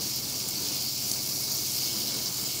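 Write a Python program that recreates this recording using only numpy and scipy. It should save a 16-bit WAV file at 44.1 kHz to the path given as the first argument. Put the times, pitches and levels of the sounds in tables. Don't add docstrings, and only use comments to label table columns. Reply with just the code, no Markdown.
import sys
import numpy as np
from scipy import signal
from scipy.fft import rfft, irfft
from scipy.io import wavfile

SR = 44100
rng = np.random.default_rng(int(sys.argv[2]) if len(sys.argv) > 2 else 0)


def digitize_waveform(pressure):
    field = np.atleast_2d(pressure).T
    bounded = np.clip(field, -1, 1)
    quanta = np.round(bounded * 32767).astype(np.int16)
    wavfile.write(sys.argv[1], SR, quanta)


def volts(x):
    e = np.asarray(x, float) / 20
    return 10 ** e


N = 114660


def rattle(bright_db, shell_db):
    # f/Hz, level/dB
    horn_colour = [(1900, -28.5), (2150, -14), (3600, -9), (4600, 1.5), (5600, 1), (8300, -9), (12100, -13),
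                   (15000, -6.5)]
    # f/Hz, bandwidth/Hz, level/dB
    shells = [(7100, 700, 2.5), (10000, 1500, 1.5), (3000, 500, 2), (13350, 900, 4.5)]
    # centre t/s, length/s, f/Hz, level/dB
    flares = [(.5, .07, 14500, 10), (.63, .06, 14200, 3), (0.652, .08, 3880, 2.5), (0.733, .15, 2480, 1.5),
              (.75, .08, 15300, 3), (.77, 0.045, 4070, 3), (.83, .09, 13600, 2), (0.887, 0.11, 4730, 4),
              (1, 0.096, 2500, 4), (1.076, .12, 6200, 0), (1.117, 0.062, 10500, 5), (1.34, 0.098, 13800, 1),
              (1.403, 0.25, 10500, 3.5), (1.52, .08, 15300, 0), (1.527, 0.13, 6400, 5),
              (1.544, 0.086, 4500, 2.5), (1.63, .25, 11900, 3), (1.73, .17, 8440, 3),
              (1.74, 0.12, 11000, 2), (1.76, .1, 13200, 7), (1.82, 0.08, 4840, 3), (1.85, 0.1, 6400, 4),
              (1.91, 0.15, 3200, 4), (2.116, 0.21, 3370, 5), (2.273, 0.039, 5240, 9), (2.05, .2, 4900, 1),
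              (2.3, .03, 5000, -3), (.16, 0.044, 5400, 5), (1.21, 0.14, 6140, 1.5), (2.38, 0.16, 7400, 2.5),
              (2.387, 0.048, 4600, -1), (2.51, .12, 3120, 4.5), (2.52, 0.2, 7900, 4.5),
              (1.4, 0.39, 3130, -4.5), (2.5, 0.36, 5700, -3)]
    swings_hz, swing_wander, swing_depth_db = 54.2, .05, 1.1
    clacks_per_s, clack_spread_db = 9000, 2.3
    crisp_per_s, crisp_spread_db = 8000, 3.0
    band_step_hz, flare_width_hz, patch_db = 700, 570, 1.0
    main_shell_hz, main_shell_width_hz = 4600, 1000

    phase = 2 * np.pi * np.cumsum(swings_hz * (1 + swing_wander * drift(3))) / SR
    swing = np.cos(2 * phase) + .3 * np.cos(phase) + 0.63 * np.cos(4 * phase)
    together_db = 1.1 * (.4 * drift(10) + .9 * drift(36) + 1.1 * drift(90))
    gate = volts(swing_depth_db * swing + together_db)

    hz = np.fft.rfftfreq(N, 1 / SR) + 1
    crisp = np.pi / 2 * np.clip((hz - 5000) / 5000, 0, 1)
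    tip = np.pi / 2 * np.clip((hz - 9500) / 4500, 0, 1)
    top = np.cos(tip) * rfft(clatter(crisp_per_s * gate, crisp_spread_db))
    top = top + np.sin(tip) * rfft(clatter(crisp_per_s * gate, crisp_spread_db))
    dense = rfft(clatter(clacks_per_s * gate, clack_spread_db))
    colour = volts(at_hz(horn_colour, hz) + peaks(shells, hz)) * (hz > 1700)
    horn = causal(colour) * (np.cos(crisp) * dense + np.sin(crisp) * top)

    out = np.zeros(N)
    t = np.arange(0, N, 100) / SR
    for centre in np.arange(1000, 17500, band_step_hz):
        share = np.cos(np.pi / 2 * np.clip((hz - centre) / band_step_hz, -1, 1)) ** 2
        flare_db = np.zeros(len(t))
        for s, length, f, db in flares:
            flare_db += db * np.exp(-((centre - f) / flare_width_hz) ** 2 - (2 * (t - s) / length) ** 2)
        level = np.interp(np.arange(N) / SR, t, flare_db)
        level = level + bright_db * np.clip(np.log2(centre / 6000), 0, 1)
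        level = level + shell_db * np.exp(-((centre - main_shell_hz) / main_shell_width_hz) ** 2)
        level = level + patch_db * drift(22)
        out += volts(level) * irfft(share * horn, N)
    return rms_one(out)


def clatter(per_s, spread_db):
    sizes = volts(spread_db * np.minimum(rng.exponential(1, N), 5)) * rng.choice([-1, 1], N)
    return rms_one(sizes * (rng.random(N) < per_s / SR))


def knocks():
    # t/s, peak level/dB, f/Hz
    touches = [(.034, -25, 13500), (.1605, -19, 14200), (.173, -28, 10000), (.244, -24, 13500),
               (.299, -24, 10500), (.393, -24, 14000), (.4875, -19, 10500), (.488, -23, 7300),
               (.495, -27, 14600), (.602, -27, 14100), (.623, -23, 14200), (.686, -23, 5500),
               (.745, -26, 10000), (1.089, -25, 11000), (1.1145, -21, 4900), (1.1158, -20, 6500),
               (1.1166, -19, 9800), (1.138, -22, 5000), (1.261, -26, 10200), (1.288, -25, 13600),
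               (1.323, -24, 5500), (1.535, -26, 12900), (1.72, -25, 10500), (1.763, -24, 13400),
               (2.259, -23, 5500), (2.325, -25, 7100), (2.561, -25, 8500)]
    ring_cycles, trim_db, spread_s = 20, 3.5, .0015
    rings, ticks = np.zeros(N), np.full(N, 1e-18)
    later = np.array([0, 1, 1])
    for s, db, hz in touches:
        delay_luck, level_luck = rng.random((2, 3))
        times = s + spread_s * (.3 + delay_luck) * later
        click = np.zeros(N)
        click[(times * SR).astype(int)] = volts(db + trim_db - (4 + 4 * level_luck) * later)
        rings += ring(click, hz, ring_cycles / hz)
        ticks += click
    thin = signal.sosfilt(signal.butter(2, 5500, "high", fs=SR, output="sos"), ticks)
    return signal.sosfilt(signal.butter(4, 3800, "high", fs=SR, output="sos"), thin + 1.2 * rings)


def drag():
    start_s, end_s, edge_s, level_db = 2.08, 2.5, 0.021, -55.0
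    t = np.arange(N) / SR
    rustle = signal.butter(2, [550, 1600], "band", fs=SR, output="sos")
    grit = rms_one(signal.sosfilt(rustle, clatter(2500, 2.7)))
    fade = np.clip(np.minimum(t - start_s, end_s - t) / edge_s, 0, 1)
    return volts(level_db + 1.3 * drift(8.6)) * grit * fade


def cricket():
    # start t/s, length/s, level/dB
    chirps = [(.08, .16, -56), (.3, .1, -60), (.48, .1, -57), (.8, .09, -57), (1.09, .11, -54.5),
              (1.24, .05, -58), (1.39, .13, -54.5), (1.54, .18, -56), (1.74, .19, -54.5), (1.95, .07, -57),
              (2.1, .07, -54), (2.18, .14, -57), (2.38, .22, -54)]
    harp_hz, strokes_hz, edge_s, trim_db = 2212, 37, .02, -1.2
    t = np.arange(N) / SR
    count = np.floor(t * strokes_hz + 0.082 * drift(7.9))
    strokes = np.diff(count, prepend=0) * volts(1.4 * drift(30))
    song = rms_one(ring(ring(strokes, harp_hz, .1), harp_hz, .02))
    envelope = np.zeros(N)
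    for s, length, db in chirps:
        inside_s = np.minimum(t - s, s + length - t)
        envelope += volts(db + trim_db) * np.clip(inside_s / edge_s + .5, 0, 1)
    return song * envelope


def machines():
    # f/Hz, rms level/dB
    hum = [(52.4, -66), (94.2, -57.5), (120.0, -52.5), (136.0, -51), (2223.0, -66), (707.0, -68),
           (2186.0, -69)]
    # f/Hz, level/dB
    air_colour = [(150, -5), (200, 0.5), (320, -1), (530, -8), (700, -8.5), (1100, -12), (1800, -17),
                  (2400, -20)]
    # f/Hz, bandwidth/Hz, level/dB
    booms = [(210, 25, 3.5), (317, 24, 3.5)]
    waver_db, air_db, air_lump_db, air_low_hz, rumble_db = 0.5, -44, 1.3, 121, -61.5
    t = np.arange(N) / SR
    tones = np.zeros(N)
    for f, db in hum:
        sine = np.sin(2 * np.pi * (f * t + rng.random()))
        tones += np.sqrt(2) * volts(db + waver_db * drift(4.5)) * sine
    hz = np.fft.rfftfreq(N, 1 / SR) + 1
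    shape = volts(at_hz(air_colour, hz) + peaks(booms, hz))
    shape = shape / np.sqrt(1 + (air_low_hz / hz) ** 6) / np.sqrt(1 + (hz / 3000) ** 4)
    air = rms_one(irfft(rfft(rng.standard_normal(N)) * shape, N))
    rumble = band(43, 96, order=2)
    return tones + volts(air_db + air_lump_db * drift(4.4)) * air + volts(rumble_db) * rumble


def room(x):
    t60_s, first_echo_s = .3, .004
    t = np.arange(SR // 2) / SR
    tail = rng.standard_normal(len(t)) * volts(-60 * t / t60_s) * (t > first_echo_s)
    return signal.fftconvolve(x, tail / np.sqrt(np.sum(tail ** 2)))[:N]


def ring(clicks, hz, t60):
    r, w = volts(-60 / (t60 * SR)), 2 * np.pi * hz / SR
    return signal.lfilter([0, np.sin(w)], [1, -2 * r * np.cos(w), r * r], clicks + 1e-18)


def causal(gain):
    fold = irfft(np.log(gain + 1e-4), N)
    index = np.arange(N)
    return np.exp(rfft(fold * 2 * (index < N // 2) - fold[0] * (index == 0)))


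def peaks(rows, hz):
    return sum(db / (1 + (2 * (hz - f) / width) ** 2) for f, width, db in rows)


def at_hz(points, hz):
    f, db = np.transpose(points)
    return np.interp(np.log(hz), np.log(f), db)


def band(low_hz, high_hz, order=4):
    sos = signal.butter(order, [low_hz, high_hz], "band", fs=SR, output="sos")
    return rms_one(signal.sosfilt(sos, rng.standard_normal(N)))


def drift(rate):
    r = np.exp(-80 * np.pi * rate / SR)
    slow = signal.lfilter([1], [1, -2 * r, r * r], rng.standard_normal(N // 40 + 2002))[2000:]
    return np.interp(np.arange(N) / 40, np.arange(len(slow)), rms_one(slow))


def rms_one(x):
    return x / np.sqrt(np.mean(x ** 2) + 1e-20)


def scene():
    # t/s, rattle level/dB, brightness/dB, main shell level/dB
    shake = [(0, -36.5, 3, 4), (.02, -29.5, 0.5, 0), (.18, -32, 2, 3), (.42, -30.5, -0.5, 0),
             (.73, -29.5, 1, 1), (.86, -30, 2.5, 3), (.97, -32, 1.5, 2), (1.11, -29.5, 3.5, 1),
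             (1.22, -32.5, 3, 4), (1.3, -29.5, 2.5, 0.5), (1.55, -31.5, 4, 3.5), (1.66, -29.5, 1, -1),
             (1.82, -30, 3, 3), (1.92, -31.5, 3, 3), (2.26, -30.5, 2, 1), (2.3, -33, 2.5, 1.5),
             (2.38, -31, 3.5, 3), (2.6, -30.5, 2, 0.5)]
    room_db = -8.0
    s, *columns = np.transpose(shake)
    level_db, bright_db, shell_db = [np.interp(np.arange(N) / SR, s, column) for column in columns]
    clacks, ticks = rattle(bright_db, shell_db), knocks()
    snake = volts(level_db) * rms_one(clacks + volts(room_db) * room(clacks))
    knocking = ticks + volts(room_db) * room(ticks)
    mono = snake + knocking + drag() + cricket() + machines()
    return np.array([mono, mono])


def band_limit(x):
    return signal.sosfilt(signal.butter(12, 17030, fs=SR, output="sos"), x)


def record(dry):
    # centre t/s, low f/Hz, high f/Hz, level/dB
    slips = [
        (1.839, 8160, 11000, -40),
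        (2.074, 12500, 13900, -42),
        (2.466, 4200, 5200, -33),
        (2.467, 5650, 7040, -38),
    ]
    slip_s, bass_cut_hz, top_cut_hz = .03, 40, 15715
    t = np.arange(N) / SR
    side = np.zeros(N)
    for s, low_hz, high_hz, db in slips:
        window = np.cos(np.pi * np.clip((t - s) / slip_s, -.5, .5))
        side += volts(db) * band(low_hz, high_hz, order=8) * window
    stereo = dry + side * [[1], [-1]]
    hz = np.fft.rfftfreq(N, 1 / SR) + 1
    passed = np.clip((top_cut_hz - hz) / 60 + .5, 0, 1) / np.sqrt(1 + (bass_cut_hz / hz) ** 8)
    return band_limit(irfft(rfft(stereo) * passed, N))


dry = scene()
out = record(dry)
digitize_waveform(out)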